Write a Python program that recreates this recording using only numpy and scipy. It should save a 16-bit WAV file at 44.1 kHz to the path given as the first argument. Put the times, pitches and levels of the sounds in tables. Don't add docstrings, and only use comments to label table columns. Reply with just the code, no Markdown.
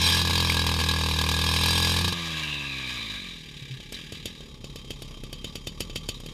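import sys
import numpy as np
from scipy import signal
from scipy.io import wavfile
from scipy.ndimage import uniform_filter1d

SR = 44100
rng = np.random.default_rng(int(sys.argv[2]) if len(sys.argv) > 2 else 0)


def gain_from_db(level_db):
    decades = np.asarray(level_db, float) / 20
    return 10 ** decades


def unload_wav(signal):
    wavfile.write(
        sys.argv[1],
        SR,
        np.round(np.clip(np.atleast_2d(signal).T, -1, 1) * 32767).astype(np.int16),
    )


N = 279153
TIME = np.arange(N) / SR

# t/s, speed/(turns per s)
CRANK_SPEED = [(0.0, 83.56), (0.13, 86.33), (0.43, 85.48), (0.6, 81.62), (0.95, 80.88), (1.21, 78.41),
               (1.5, 80.98), (1.79, 85.59), (1.96, 85.95), (2.07, 88.32), (2.14, 86.81), (2.35, 78.89),
               (2.9, 62.84), (3.05, 54.83), (3.28, 43.48), (3.48, 37.42), (3.8, 32.61)]
START_TURN = -.547
FIRING_RUNS = [
    (-1, 5, 2),
    (6, 8, 1),
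    (10, 18, 2),
    (21, 25, 2),
    (26, 26, 1),
    (28, 66, 2),
    (67, 67, 1),
    (68, 166, 2),
    (169, 172, 3),
    (176, 176, 1),
]
IDLE_GAPS = [4, 8, 5, 6, 8, 4, 3, 2, 4, 3, 2, 2, 3, 4, 4, 4, 5, 4, 1, 1, 5, 4, 1, 1, 4]
KICK = .025
LET_GO_S, SET_DOWN_S, SETTLE_S = 2.127, 4.2, 0.96

# once a turn/dB, twice/dB, four times/dB, overtones/dB
CRANK_TONES = [
    (-30, -32, -43.5, -50.5),
    (-43, -37.5, -48, -49.5),
    (-45.5, -50, -49, -55.5),
]
COAST_FADE = (10, 19.4, 1.9, 5.8)
# multiple of speed, level/dB
OVERTONES = [(3, -9), (5, -6), (6, -9), (7, -11), (8, -12), (9, -13), (10, -14), (11, -16), (12, -19),
             (13, -19), (14, -17)]
# f/Hz, level/dB
FRAME = [(170, 3), (230, 9.5), (300, 3.5), (450, -3), (650, -1), (850, 1.5), (1000, 13), (1200, 17.5)]
WAVER_DB = 2

# t/s, disc pressure/dB, engine effort/dB
LOAD = [
    (0, -24.5, -29.5),
    (.2, -25, -29),
    (.25, -37.5, -28),
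    (.52, -32.5, -27.5),
    (.62, -41, -28),
    (1.4, -34, -29.5),
    (1.62, -29.5, -28),
    (1.9, -28, -29),
    (2.14, -39, -28),
]
# t/s, level/dB
COAST_LEVEL = [(2.14, -36), (2.4, -35), (2.7, -40), (2.95, -35), (3.1, -37.5), (3.4, -40), (3.8, -40),
               (4.0, -39.5), (4.2, -42), (4.55, -46), (5.1, -44), (5.55, -45.5), (6.0, -45.5),
               (6.33, -43.5)]
# t/s, f/Hz, level/dB
WHINE = [
    (2.2, 2500, -35),
    (2.43, 2760, -34),
    (2.518, 2720, -31.5),
    (2.62, 2650, -34.5),
    (2.786, 2390, -34),
    (2.9, 2400, -37),
    (3.184, 2315, -40.5),
    (3.5, 2420, -56),
]
# t/s, strength/dB, jet above strength/dB
POPS = [(3.7998, -39, -33), (3.922, -30, 10), (4.121, -23.5, -2), (4.2556, -19, 0), (4.4044, -35, -8),
        (4.6415, -26.5, -6), (4.757, -26.5, 0), (4.8444, -45, 2), (4.9039, -21.5, -1), (5.0191, -27, 3.5),
        (5.1082, -47, 8), (5.1709, -40, -7), (5.2348, -29, 0), (5.327, -25.5, 0.5), (5.443, -21.5, -6),
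        (5.5538, -21, -0.5), (5.6696, -18.5, -1.5), (5.8037, -14, 0), (5.896, -28.5, -19),
        (5.9289, -45, -6), (5.9574, -15.5, -4), (6.0874, -15.5, 1), (6.2, -46, 15), (6.2348, -41, -10),
        (6.2603, -31, 2.5)]
# t/s, level/dB, f/Hz, decay/s
BUMPS = [
    (3.616, -36, 132, 0.02),
    (3.698, -31, 131, 0.048),
]
# t/s, level/dB, f/Hz
CHIP = [
    (0.4995, -7, 2280),
]

# f/Hz, density/(dB per Hz)
BLOW = [(20, -16), (42, -6.5), (84, -10.5), (126, 2), (210, -2.5), (300, -8), (380, -16), (480, -9),
        (630, -22.5), (720, -19.5), (860, -10.5), (1150, -5), (1400, -23.5), (3000, -41)]
# f/Hz, density/(dB per Hz)
THUMP = [(20, -46), (60, 8.5), (150, -4), (300, -4), (500, -5), (700, -14), (1000, -32), (3000, -17)]
# f/Hz, density/(dB per Hz)
LOAD_BODY = [(400, -46), (600, -13), (700, -20), (850, -8), (1150, -4.5), (1400, -33), (1650, 4.5),
             (1870, -15.5), (2410, -1.5), (3400, -7), (3900, 2.5), (4320, -11), (5390, -17), (7000, -21)]
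# f/Hz, density/(dB per Hz)
COAST_BODY = [(290, -52), (500, -10), (786, -22), (1130, -6), (1440, -40), (1740, -7), (2510, -5),
              (2860, -4), (3810, -1.5), (4310, -23), (4700, -6.5), (5370, -23), (7000, -23), (9100, -41),
              (15400, -120)]
# f/Hz, density/(dB per Hz)
IDLE_BODY = [(290, -40), (500, -6.5), (761, -23), (1140, -9.5), (1400, -25.5), (2270, -14), (2890, -15),
             (3160, -10), (3900, -13.5), (4210, -20), (5740, -21), (6270, -31), (7000, -31), (9100, -62),
             (15400, -120)]
# f/Hz, density/(dB per Hz)
HISS = [(3240, -5), (5500, 4.5), (5980, -16.5), (6510, 6.5), (7080, -1), (9860, -0.5), (12500, -2),
        (15200, -12), (15800, -27)]
# f/Hz, density/(dB per Hz)
CRACK = [(590, -19), (1000, -15), (1970, -17), (2550, -12), (2840, -9), (3080, 14), (3340, -1.5),
         (4190, 0.5), (4660, -2.5), (6300, -23), (7000, 4.5), (9100, -117.5), (15400, -120)]
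# f/Hz, density/(dB per Hz)
AIR = [(11, -50), (18, -25), (43, 8), (92, 0), (157, 4), (324, -8.5), (424, -4.5), (751, -35), (845, -9.5),
       (1000, -39), (1300, -46), (2200, -120)]

# f/Hz, width/Hz, level/dB
LOAD_MODES = [(1690, 56, -0.5), (2517, 12, 8.5), (3260, 88, 6.5), (3874, 240, 9), (4550, 100, 9),
              (4720, 10, -17), (4980, 42, 8), (5770, 12, -40)]
# f/Hz, width/Hz, level/dB
COAST_MODES = [(1190, 106, 11.5), (1651, 83, 15), (2340, 46, 15), (2670, 24, 4.5), (3150, 100, 9),
               (3880, 160, 13.5), (4730, 140, 2), (5560, 55, 3)]
# f/Hz, width/Hz, level/dB
IDLE_MODES = [(1165, 35, -4.5), (2610, 230, -20), (3174, 13, 6.5), (3770, 200, -4.5), (4770, 140, -8.5),
              (5200, 31, -22), (5740, 50, -12.5), (6100, 46, -48), (6340, 64, -27), (6450, 42, -33)]
# f/Hz, width/Hz, level/dB
HISS_MODES = [(6320, 6, 3.5), (7050, 10, -3.5), (6900, 51, 41), (7600, 30, -36), (9600, 29, -12),
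              (10580, 7.8, 10), (12540, 28, 12.5), (13200, 190, -6)]
# f/Hz, width/Hz, level/dB
SHELL = [(464, 36, -13), (884, 53, 1.5), (1155, 37, 2.5), (1637, 20, -4.5), (2400, 130, 1.5),
         (3860, 91, -1.5)]
# f/Hz, width/Hz, level/dB
POP_MODES = [(2650, 110, -6), (3160, 120, 1.5), (3580, 74, -1.5), (4640, 130, -4), (5600, 140, -21)]
# f/Hz, width/Hz, level/dB
SCREECH = [(3260, 51, -4.5), (3586, 14, 1.5), (4780, 23, -1.5), (5290, 39, -7.5), (5520, 77, -12.5),
           (3970, 72, -7), (8300, 200, -18.5)]

BLOW_DB, JET_DB, JET_PER_PRESSURE, SHELL_DB = -4.5, -6.5, 0.39, -10
COAST_JET_DB, IDLE_JET_DB, COAST_PUFF_DB, IDLE_PUFF_DB, REV_DB = -18, -12.5, -13.5, -8.5, 9.5
THUMP_DB, THUMP_SLOPE = -34.5, 0.63
GUARD_DB, GUARD_FLUTTER_DB, CLUTCH_S, CLUTCH_DB = -36.5, 1, 3.03, 5
AIR_DB = -45


def evened(x):
    return x / np.sqrt(np.mean(x ** 2) + 1e-20)


def curves(rows):
    s, *columns = np.transpose(rows)
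    return [np.interp(TIME, s, c) for c in columns]


def ramp(start_s, length_s):
    return np.clip((TIME - start_s) / length_s, 0, 1)


def waver(size):
    once = uniform_filter1d(rng.standard_normal(N), size=size)
    return evened(uniform_filter1d(once, size=size))


def uneven(marks, spread_db):
    return marks * gain_from_db(spread_db * rng.standard_normal(N))


def colour(x, points):
    hz, db = np.transpose(points)
    f = abs(np.fft.fftfreq(8192, 1 / SR))
    log_gain = np.log(gain_from_db(np.interp(np.log(f + 1), np.log(hz + 1), db, right=-80)))
    taps = np.fft.ifft(np.exp(np.conj(signal.hilbert(log_gain)))).real[:4096]
    return signal.oaconvolve(x, taps / np.linalg.norm(taps))[:len(x)]


def ring(x, hz, width_hz):
    r = np.exp(-np.pi * width_hz / SR)
    return signal.lfilter([1 - r, 0, r - 1], [1, -2 * r * np.cos(2 * np.pi * hz / SR), r * r], x)


def resonate(x, hz, width_hz):
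    carrier = np.exp(2j * np.pi * np.cumsum(hz * np.ones(len(x))) / SR)
    r = np.exp(-np.pi * width_hz / SR)
    return 2 * (carrier * signal.lfilter([1 - r], [1, -r], x / carrier)).real


def swell(train, rise_s, fall_s):
    t = TIME[:SR // 8]
    burst = (1 - np.exp(-t / rise_s)) * np.exp(-t / fall_s)
    return abs(signal.oaconvolve(train, burst)[:N])


def rattle(grain_db):
    grain = uniform_filter1d(rng.standard_normal(N), size=12) * np.sqrt(12)
    return evened(rng.standard_normal(N) * gain_from_db(grain_db * grain))


def casing(shake, turns, modes, body, share, uneven_db):
    rings, knocks = 0, shake * rattle(2.8)
    for hz, width_hz, db in modes:
        luck = np.interp(turns + rng.random(), np.arange(-2, 500), rng.standard_normal(502))
        mode = evened(ring(knocks * gain_from_db(uneven_db * luck), hz, width_hz))
        rings = rings + gain_from_db(db) * np.sqrt(width_hz) * mode
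    broad = evened(colour(shake * rattle(2.5), body))
    return evened(share * evened(rings) + broad)


def crank():
    driven = START_TURN + np.cumsum(curves(CRANK_SPEED)[0]) / SR
    s = np.transpose(POPS)[0] + 75 / SR
    step = np.interp(TIME, np.append(s, s[-1] + .11), np.arange(len(s) + 1))
    gap, u = step.astype(int), step % 1
    ahead = np.array(IDLE_GAPS)[gap]
    idle = np.cumsum(IDLE_GAPS)[gap] - ahead + ahead * (u + KICK * ahead * u * (1 - u))
    first = np.round(driven[round(s[0] * SR)])
    return np.where(TIME < s[0], np.minimum(driven, first - 1e-6), first + idle)


def hum(turns, speed):
    driven, coasting, idling = np.array(CRANK_TONES)[:, :, None]
    coasting = coasting + np.array(COAST_FADE)[:, None] * np.log2(speed / 86)
    free, down = ramp(LET_GO_S - .04, 0.052), ramp(SET_DOWN_S, SETTLE_S)
    levels_db = (1 - free) * driven + free * ((1 - down) * coasting + down * idling)
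    levels_db = levels_db + WAVER_DB * ramp(3.6, 0.61) * np.array([waver(size=2000) for _ in levels_db])
    first, second, fourth = gain_from_db(levels_db[:3])
    tones = first * np.cos(2 * np.pi * (turns + 0.26))
    tones += second * np.cos(2 * np.pi * (2 * turns - .35))
    tones += fourth * np.cos(2 * np.pi * (4 * turns - .4))
    blurred = turns + .0025 * evened(uniform_filter1d(rng.standard_normal(N), size=900))
    for k, db in OVERTONES:
        passed_db = np.interp(k * speed, *np.transpose(FRAME))
        tones += gain_from_db(levels_db[3] + db + passed_db) * np.cos(2 * np.pi * (k * blurred - .42))
    return np.sqrt(2) * tones


def loaded(turns, marks):
    firing_turns = np.concatenate([np.arange(a, b + 1, step) for a, b, step in FIRING_RUNS])
    fires = uneven(marks * np.isin(np.floor(turns), firing_turns), 1.)
    pressure_db, effort_db = curves(LOAD)
    hiss_db = JET_DB + JET_PER_PRESSURE * (pressure_db + 26)
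    blow = colour(np.roll(fires, -60), BLOW)
    on = np.clip((2.15 - TIME) / 0.023, 0, 1)
    early = np.roll(uneven(fires, 1.6), -130)
    shake = on * (swell(early, .0015, .007) + .1 * swell(marks, .002, .006) + .11)
    body = casing(shake, turns, LOAD_MODES, LOAD_BODY, share=.9, uneven_db=4.)
    jet = on * (swell(early, .001, .007) + .15)
    hiss = casing(jet, turns, HISS_MODES, HISS[:-1], share=0.2, uneven_db=5.0)
    shell = sum(gain_from_db(db) * evened(ring(early, hz, width_hz)) for hz, width_hz, db in SHELL)
    body = body + gain_from_db(SHELL_DB) * evened(shell)
    part = np.sqrt(np.mean(on))
    blow_gain = gain_from_db(effort_db + BLOW_DB + 2.5)
    return part * (blow_gain * evened(blow) + gain_from_db(effort_db) * (body + gain_from_db(hiss_db) * hiss))


def unloaded(turns, marks, speed):
    on = ramp(2.13, 0.007)
    settled = ramp(4.3, 0.2)
    knocks = uneven(marks, 1.62)
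    shake = swell(np.roll(knocks, -100), 0.0022, 0.018) + 0.12
    rev_db = REV_DB * ramp(3.8, 0.076) * (1 - 0.68 * settled) * np.log2(speed / 36)
    casing_db = curves(COAST_LEVEL)[0] + rev_db
    hiss_db = casing_db + COAST_JET_DB + (IDLE_JET_DB - COAST_JET_DB) * settled
    puff_db = casing_db + COAST_PUFF_DB + (IDLE_PUFF_DB - COAST_PUFF_DB) * settled
    coasting = casing(shake, turns, COAST_MODES, COAST_BODY, share=.9, uneven_db=3.2)
    idling = casing(shake, turns, IDLE_MODES, IDLE_BODY, share=1.05, uneven_db=5.)
    body = np.sqrt(1 - settled) * coasting + np.sqrt(settled) * idling
    hiss = casing(shake, turns, HISS_MODES, HISS[:-1], share=0.68, uneven_db=3.0)
    hiss = signal.lfilter(*signal.butter(2, 12000, fs=SR), hiss)
    turned = np.interp(TIME, [3.05, 3.4, 4.25, 4.5], [0.17, 0.65, 0.65, 0.14])
    body -= turned * signal.sosfiltfilt(signal.butter(4, 1800, fs=SR, output="sos"), body)
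    puffs = ramp(3.1, 0.59) * evened(colour(uneven(marks, 0.55), THUMP))
    return on * (gain_from_db(casing_db) * body + gain_from_db(hiss_db) * hiss + gain_from_db(puff_db - 7.0) * puffs)


def pops(turns):
    crack, thump, jet = np.zeros((3, N))
    for s, db, jet_db in POPS:
        at = round(s * SR)
        crack[at] = gain_from_db(db)
        thump[at + 75] = gain_from_db(THUMP_DB + THUMP_SLOPE * (db + 25.5))
        jet[at + 30] = gain_from_db(db + jet_db)
    squeeze = 0.068 * swell(np.roll(crack, -330), 0.0049, 0.0097)
    burst = squeeze + swell(crack, 0.0021, 0.0016) + .2 * swell(crack, 0.004, 0.015)
    burst = burst * rattle(2.5)
    luck = gain_from_db(1.9 * rng.standard_normal((5, 500)))[:, turns.astype(int) // 3]
    rings = sum(gain_from_db(db) * ring(burst * size, hz, width_hz)
                for (hz, width_hz, db), size in zip(POP_MODES, luck))
    leak = 0.06 * swell(np.roll(jet, -360), 0.0048, 0.0048)
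    spray = leak + swell(jet, 0.0043, 0.0026) + 0.06 * swell(jet, .002, 0.011)
    spray = spray * rattle(2.2)
    rebound = uniform_filter1d(np.roll(thump, 395), size=60)
    low = colour(thump + 0.51 * rebound, THUMP)
    return gain_from_db(-3) * colour(burst, CRACK) + gain_from_db(16.5) * rings + gain_from_db(24.0) * low + gain_from_db(-2.5) * colour(spray, HISS)


def bite(turns):
    on = np.clip((2.14 - TIME) / 0.018, 0, 1)
    pressure_db = curves(LOAD)[0]
    return on * gain_from_db(pressure_db) * casing(1, turns / 2, SCREECH, LOAD_BODY, share=1.5, uneven_db=3.5)


def whine():
    hz, db = curves(WHINE)
    clutch_db = CLUTCH_DB * np.exp(-((TIME - CLUTCH_S) / 0.13) ** 2)
    guard_db = GUARD_DB + GUARD_FLUTTER_DB * waver(size=2500) + clutch_db
    on = np.clip(np.minimum(TIME - 2.2, 3.5 - TIME) / 0.23, 0, 1)
    whistle = evened(resonate(resonate(rattle(2.5), hz, 290), hz, 300))
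    guard_modes = [(3600, 39), (3830, 60), (4000, 17)]  # f/Hz, width/Hz
    guard = evened(sum(ring(rattle(4.4), f_hz, width_hz) for f_hz, width_hz in guard_modes))
    return on * (gain_from_db(db - 2.5) * whistle + gain_from_db(guard_db - 6) * guard)


def bumps():
    out = 0
    for s, db, hz, decay_s in BUMPS:
        u = np.maximum(TIME - s, 0) / decay_s
        out = out + gain_from_db(db) * np.sin(2 * np.pi * hz * decay_s * u) * 2 * u * np.exp(1 - 2 * u)
    return out


def chip():
    (s, db, hz), = CHIP
    t = np.maximum(TIME - s, 0)
    return gain_from_db(db) * np.sin(2 * np.pi * hz * t) * (t / 0.0018) * np.exp(1 - t / 0.00097)


def garden_air():
    grounded = ramp(3.3, .5)
    level_db = AIR_DB + 2 - 3.67 * (2.5 - grounded)
    return gain_from_db(level_db) * evened(colour(rng.standard_normal(N), AIR))


def scene():
    turns = crank()
    speed = uniform_filter1d(np.gradient(turns) * SR, size=900)
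    marks = np.diff(np.floor(turns), prepend=np.floor(turns[0]))
    engine = hum(turns, speed) + loaded(turns, marks) + unloaded(turns, marks, speed) + pops(turns)
    disc = bite(turns) + whine()
    knocks = bumps() + chip()
    return (engine + disc + knocks + garden_air())[None]


def roll_off(x):
    return signal.sosfilt(signal.butter(12, 15980, fs=SR, output="sos"), x)


def record(dry):
    heard = signal.sosfilt(signal.butter(N=10, Wn=15000, fs=SR, output="sos"), dry)
    return roll_off(heard)


dry = scene()
out = record(dry)
unload_wav(out)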